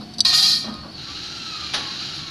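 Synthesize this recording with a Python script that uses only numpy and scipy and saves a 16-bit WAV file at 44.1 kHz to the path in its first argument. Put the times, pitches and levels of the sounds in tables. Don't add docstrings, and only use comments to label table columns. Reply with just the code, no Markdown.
import sys
import numpy as np
from scipy import signal
from scipy.fft import rfft, irfft, next_fast_len
from scipy.io import wavfile
from scipy.ndimage import uniform_filter1d, map_coordinates

SR = 44100
rng = np.random.default_rng(int(sys.argv[2]) if len(sys.argv) > 2 else 0)


def store_pcm(level_fs):
    pcm = np.round(np.clip(level_fs, -1, 1) * 32767).astype(np.int16)
    wavfile.write(sys.argv[1], SR, np.atleast_2d(pcm).T)


N = 101429
TIME = np.arange(N) / SR


def from_db(db):
    return 10 ** (np.asarray(db) / 20)


def rms_one(x):
    return x / np.sqrt(np.mean(x ** 2) + 1e-20)


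def evened(x):
    return x / np.sqrt(uniform_filter1d(x * x, size=1500) + 1e-9)


def automation(rows):
    times, *columns = np.transpose(rows)
    return [np.interp(TIME, times, column) for column in columns]


def envelope(start_s, attack_s, t60_s):
    age = TIME - start_s
    return np.clip(age / attack_s, 0, 1) * from_db(-60 * np.maximum(age - attack_s, 0) / t60_s)


def highpass(x, hz):
    return signal.sosfilt(signal.butter(2, hz, "high", fs=SR, output="sos"), x)


def lowpass(x, hz, order=4):
    return signal.sosfilt(signal.butter(order, hz, fs=SR, output="sos"), x)


def coloured(x, spectrum):
    hz, db = np.transpose(spectrum)
    size = next_fast_len(N)
    bin_hz = np.maximum(np.fft.rfftfreq(size, 1 / SR), 1)
    gain = from_db(np.interp(np.log(bin_hz), np.log(hz), db))
    return rms_one(irfft(rfft(x, size) * gain, size)[:N])


def noise(spectrum):
    return coloured(rng.standard_normal(N), spectrum)


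def drift(rate_hz):
    pole = np.exp(-2 * np.pi * rate_hz / SR)
    return rms_one(signal.lfilter([1], [1, -2 * pole, pole * pole], rng.standard_normal(N + SR))[SR:])


def rough_tone(hz, width_hz):
    phase = 2 * np.pi * np.cumsum(np.broadcast_to(hz, N)) / SR
    return drift(width_hz) * np.cos(phase) + drift(width_hz) * np.sin(phase)


def ring(drive, hz, t60_s):
    radius, angle = from_db(-60 / (t60_s * SR)), 2 * np.pi * hz / SR
    return signal.lfilter([.5, 0, -.5], [1, -2 * radius * np.cos(angle), radius ** 2], drive + 1e-18)


# freq_hz, density_db
RUMBLE_SPECTRUM = [(25, -12), (45, -25), (62, -5), (80, 0), (105, -2), (150, 2), (220, -5), (330, -2.5),
                   (450, -16), (800, -17), (2000, -22.5), (3300, -18.5), (4400, -18.5), (5300, -19),
                   (7000, -37.5), (10500, -37.5), (15000, -55)]

def rumble():
    return from_db(-41) * noise(RUMBLE_SPECTRUM)


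# start_s, level_db, t60_s
BUMP_HITS = [(0.0, -40, 0.18), (0.182, -36, 0.036), (0.636, -36.5, 0.41), (0.668, -36, 0.37),
             (0.827, -39.5, 0.64)]
# freq_hz, density_db
BUMP_SPECTRUM = [(100, -26), (220, 10), (400, -3.5), (600, 1.5), (900, -4), (1150, 0.5), (1600, -6.5),
                 (2200, -42)]

def bumps():
    thuds = sum(from_db(db) * envelope(start, .012, t60) for start, db, t60 in BUMP_HITS)
    return thuds * noise(BUMP_SPECTRUM)


# time_s, level_db
BOOM_LEVEL = [(0, -33), (0.1, -50), (0.2, -39.5), (0.32, -54.5), (0.56, -44.5), (0.63, -46), (0.69, -36),
              (0.76, -37), (0.83, -53), (1.0, -83)]

def boom():
    level_db, = automation(BOOM_LEVEL)
    return from_db(level_db) * evened(rough_tone(217.5, width_hz=9.9))


# start_s, level_db, t60_s
SCUFF_HITS = [(0.0, -41, 0.15), (0.617, -46, .04), (0.737, -31.5, 0.034), (0.905, -44, .15),
              (2.13, -35, 0.27)]
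# freq_hz, density_db
CONTACT_SPECTRUM = [(600, -28), (2000, -7), (3000, -18), (3800, 23.5), (5000, 19.5), (6800, -20),
                    (8300, -8.5), (10200, -1.5), (12000, -11.5), (15000, -47)]

def scuffs():
    puffs = sum(from_db(db) * envelope(start, t60 / 10, t60) for start, db, t60 in SCUFF_HITS)
    return puffs * noise(CONTACT_SPECTRUM)


# start_s, ring_db, crack_db, contact_s
CLINK_HITS = [(0.138, -28, -37, 0.0079), (0.1838, -16.5, -24, 0.01), (0.205, 0.5, -8.5, 0.00056),
              (0.2486, -20, -13, 0.0011), (0.2518, -22, -10, 0.00072)]
# pitch_hz, gain_db, t60_s
PIECE_MODES = [(2945, -30, .035), (3575, -20, .035), (3871, -15, .04), (4646, -2, .035), (5965, -10, .04),
               (7946, -20, .033), (8586, -24, .035), (9862, -23, .032)]

def clinks():
    hits, cracks = np.zeros(N), np.zeros(N)
    for start, ring_db, crack_db, contact_s in CLINK_HITS:
        hits[int(start * SR)] += from_db(ring_db)
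        cracks += from_db(crack_db) * envelope(start, contact_s, t60_s=0.027)
    tone = sum((-1) ** k * from_db(db) * ring(hits, hz, t60)
               for k, (hz, db, t60) in enumerate(PIECE_MODES))
    tone = lowpass(highpass(tone, hz=2850), hz=10400)
    return from_db(-1.5) * tone + cracks * noise(CONTACT_SPECTRUM)


def slips(per_s=9000, spread_db=1.04):
    sizes = from_db(spread_db * np.minimum(rng.exponential(1, N), 5))
    signs = rng.choice([-1, 1], N)
    return sizes * signs * (rng.random(N) < per_s / SR)


# time_s, force_db, tilt_db_per_octave
BITE = [(0.247, -84, 23), (0.252, 0.5, -2), (0.29, -1, 0), (0.326, -2.5, -4), (0.341, 5, -1),
        (0.366, -3.5, 5), (0.383, 3.5, -0.5), (0.415, -2.5, 2), (0.437, 1.5, 0), (0.49, -1.5, 1),
        (0.54, -5, 0.5), (0.6, -11, -1), (0.66, -18, -7.5), (0.76, -27.5, -10), (0.86, -34, -5.5)]
# pitch_hz, scraped_db, struck_db
SCRAPED_BAR_MODES = [(738, -51, -45), (1068, -50, -31), (1243, -40, -46), (1460, -49, -41),
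                     (1828, -41, -36), (1875, -42, -35), (2331, -44, -39), (2498, -42, -30),
                     (2790, -44, -34), (2870, -42, -39), (3241, -36, -38), (3276, -35, -26),
                     (3678, -33, -26), (3986, -27, -24), (4021, -30, -24), (4106, -28, -27),
                     (4247, -30, -38), (4344, -26, -24), (4382, -29, -27), (4490, -34, -41),
                     (4615, -33, -44), (4700, -37, -32), (4786, -25, -37), (4988, -31, -26),
                     (5266, -31, -27), (5740, -38, -58), (6315, -39, -51), (6928, -39, -45),
                     (7650, -49, -55), (8193, -50, -46), (10088, -44, -56), (10280, -50, -43)]
# freq_hz, density_db
RASP_SPECTRUM = [(600, -58), (950, -34), (1300, -18.5), (2100, -22), (3000, -14.5), (3600, -6), (4400, 2.5),
                 (5100, -3), (5900, -10), (7000, -17.5), (8800, -22), (11500, -21), (15000, -37)]

def screech(strike_s=.2505, strike_db=1.5, scrape_db=-8, rasp_db=-21, centre_hz=4140):
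    force_db, tilt = automation(BITE)
    force_db += drift(rate_hz=43)
    strike, bar = np.zeros(N), np.zeros(N)
    strike[int(strike_s * SR)] = from_db(strike_db)
    for k, (hz, scraped_db, struck_db) in enumerate(SCRAPED_BAR_MODES):
        t60 = 0.16 * (centre_hz / hz) ** .5
        push = slips() * from_db(force_db + tilt * np.log2(hz / centre_hz))
        bar += from_db(scrape_db + scraped_db) * rms_one(ring(push, hz, t60))
        bar += (-1) ** k * from_db(struck_db) * ring(strike, hz, t60)
    bar = lowpass(highpass(bar, hz=352), hz=11000)
    rasp = coloured(slips(), RASP_SPECTRUM)
    treble = signal.sosfiltfilt(signal.butter(2, 5800, "high", fs=SR, output="sos"), rasp)
    rasp += treble * (from_db(2.2 * tilt) - 1)
    return bar + from_db(rasp_db + force_db) * rasp


# time_s, pitch_hz, level_db
GROAN_CURVE = [(0.25, 720, -52), (0.295, 722, -41), (0.37, 745, -46), (0.42, 772, -40), (0.49, 765, -47.5),
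               (0.55, 735, -51), (0.61, 730, -78)]

def groan():
    hz, level_db = automation(GROAN_CURVE)
    return from_db(level_db) * evened(rough_tone(hz, width_hz=25))


# time_s, pitch_hz, level_db
SQUEAL_CURVE = [(0.72, 4450, -48), (0.78, 4420, -43), (0.88, 4400, -48), (0.93, 4470, -42.5),
                (1.0, 4330, -38.5), (1.07, 4150, -54), (1.14, 4100, -66)]

def squeal():
    hz, level_db = automation(SQUEAL_CURVE)
    return from_db(level_db) * rough_tone(hz, width_hz=63)


# freq_hz, density_db
THUMP_SPECTRUM = [(15, -6), (28, 0), (50, -10), (80, 6), (140, -13), (400, -47), (2000, -90)]

def thump():
    return from_db(-39.5) * envelope(start_s=0.75, attack_s=.03, t60_s=0.44) * noise(THUMP_SPECTRUM)


# pitch_hz, level_db
LONG_BAR_MODES = [(848, -17), (1330, 0.5), (2894, 2), (3137, 0), (3264, 2.5), (3645, 1), (3771, -25),
                  (3875, 5.5), (4046, 6), (4200, 5.5), (4380, -19), (4678, 5.5), (5018, -18), (5580, 1.5)]

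def long_bar():
    drive = slips()
    modes = sum(from_db(db) * rms_one(ring(drive, hz, t60_s=.12)) for hz, db in LONG_BAR_MODES)
    return rms_one(lowpass(modes, hz=6260))


# time_s, level_db
SLIDE_LEVEL = [(0.9, -70), (0.965, -45), (0.99, -36.5), (1.06, -35.5), (1.14, -32.5), (1.33, -33.5),
               (1.42, -33.5), (1.68, -31.5), (1.9, -30.5), (2.02, -30.5), (2.18, -31.5), (2.3, -36)]
# time_s, ridge_hz, whirr_db
SLIDE_SPEED = [(0.95, 950, -40), (1.1, 1160, 0), (1.17, 1295, -17), (1.32, 1385, -2.5), (1.45, 1332, -3.5),
               (1.53, 1273, 1.5), (1.62, 1223, -1.5), (1.7, 1182, -3), (1.82, 1113, -0.5), (1.92, 1072, -6),
               (2.03, 1284, -10.5), (2.15, 1205, -7.5), (2.3, 1082, -3)]
# harmonic_number, gain_db
WHIRR_HARMONICS = [(1, -12), (2, -16), (3, -14), (4, -25), (6, -27), (9, -47)]
# freq_hz, density_db
SHEEN_SPECTRUM = [(2500, -14), (4500, -3), (5500, 6), (6900, -13), (7450, -11), (7850, -28), (11000, -35),
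                  (11700, -24), (12300, -35), (16000, -55)]
# freq_hz, density_db
FRICTION_SPECTRUM = [(550, -32), (800, -11.5), (1000, -26), (1300, -10), (1650, -9.5), (2000, -15),
                     (2800, -7.5), (3450, -10), (4100, 3), (4700, -6), (5700, -15.5), (6800, -17),
                     (8200, -40), (9700, -34), (10700, -30), (12000, -40), (15000, -68)]

def slide(sheen_at_hz=1309, patchy_db=2, flutter_db=0.78):
    level_db, = automation(SLIDE_LEVEL)
    ridge_hz, whirr_db = automation(SLIDE_SPEED)
    whirr = sum(from_db(db + patchy_db * drift(3.9)) * rough_tone(harmonic * ridge_hz, width_hz=30)
                for harmonic, db in WHIRR_HARMONICS)
    travel = np.cumsum(ridge_hz) / sheen_at_hz
    sheen = map_coordinates(noise(SHEEN_SPECTRUM), [travel], order=3, mode="wrap")
    rub = from_db(-2) * coloured(slips(), FRICTION_SPECTRUM) + from_db(-5.5) * long_bar()
    gain = from_db(level_db + flutter_db * drift(24))
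    return gain * (rub + from_db(whirr_db) * whirr + from_db(-13) * sheen)


# start_s, level_db
CLANK_HITS = [(1.732, -20.5)]
# freq_hz, density_db
CLANK_SPECTRUM = [(150, -15), (300, -3.5), (550, -6.5), (820, -3), (1050, -4.5), (1700, 2.5), (2100, -5),
                  (2900, 2.5), (4200, 0.5), (6000, -1.5), (7800, -28), (9000, -18), (10700, -13.5),
                  (12000, -36), (15000, -49)]

def clank(attack_s=0.011, crash_t60_s=0.18, tail_t60_s=0.68):
    crash = noise(CLANK_SPECTRUM) + from_db(-3.5) * long_bar()
    dull = rms_one(lowpass(noise(CLANK_SPECTRUM), hz=1470, order=1))
    note = evened(rough_tone(837, width_hz=16.2))
    out = np.zeros(N)
    for start, db in CLANK_HITS:
        tail = from_db(db - 9.5) * dull + from_db(-36.5) * note
        out += from_db(db) * envelope(start, attack_s, crash_t60_s) * crash
        out += envelope(start, attack_s, tail_t60_s) * tail
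    return out


def workshop_reverb(send):
    tail = rng.standard_normal(N) * envelope(start_s=0.024, attack_s=0.018, t60_s=0.17)
    return signal.fftconvolve(send, tail / np.sqrt(np.sum(tail ** 2)))[:N]


def scene():
    close = scuffs() + clinks()
    bench = bumps() + boom() + screech() + groan() + squeal() + thump() + slide() + clank()
    room = workshop_reverb(from_db(-13) * bench + from_db(-26) * close)
    return (close + bench + room + rumble())[None]


def record(dry):
    high_cut = signal.ellip(10, .1, 90, 15200, fs=SR, output="sos")
    return signal.sosfilt(high_cut, np.clip(dry, -1, 1))


dry = scene()
out = record(dry)
store_pcm(out)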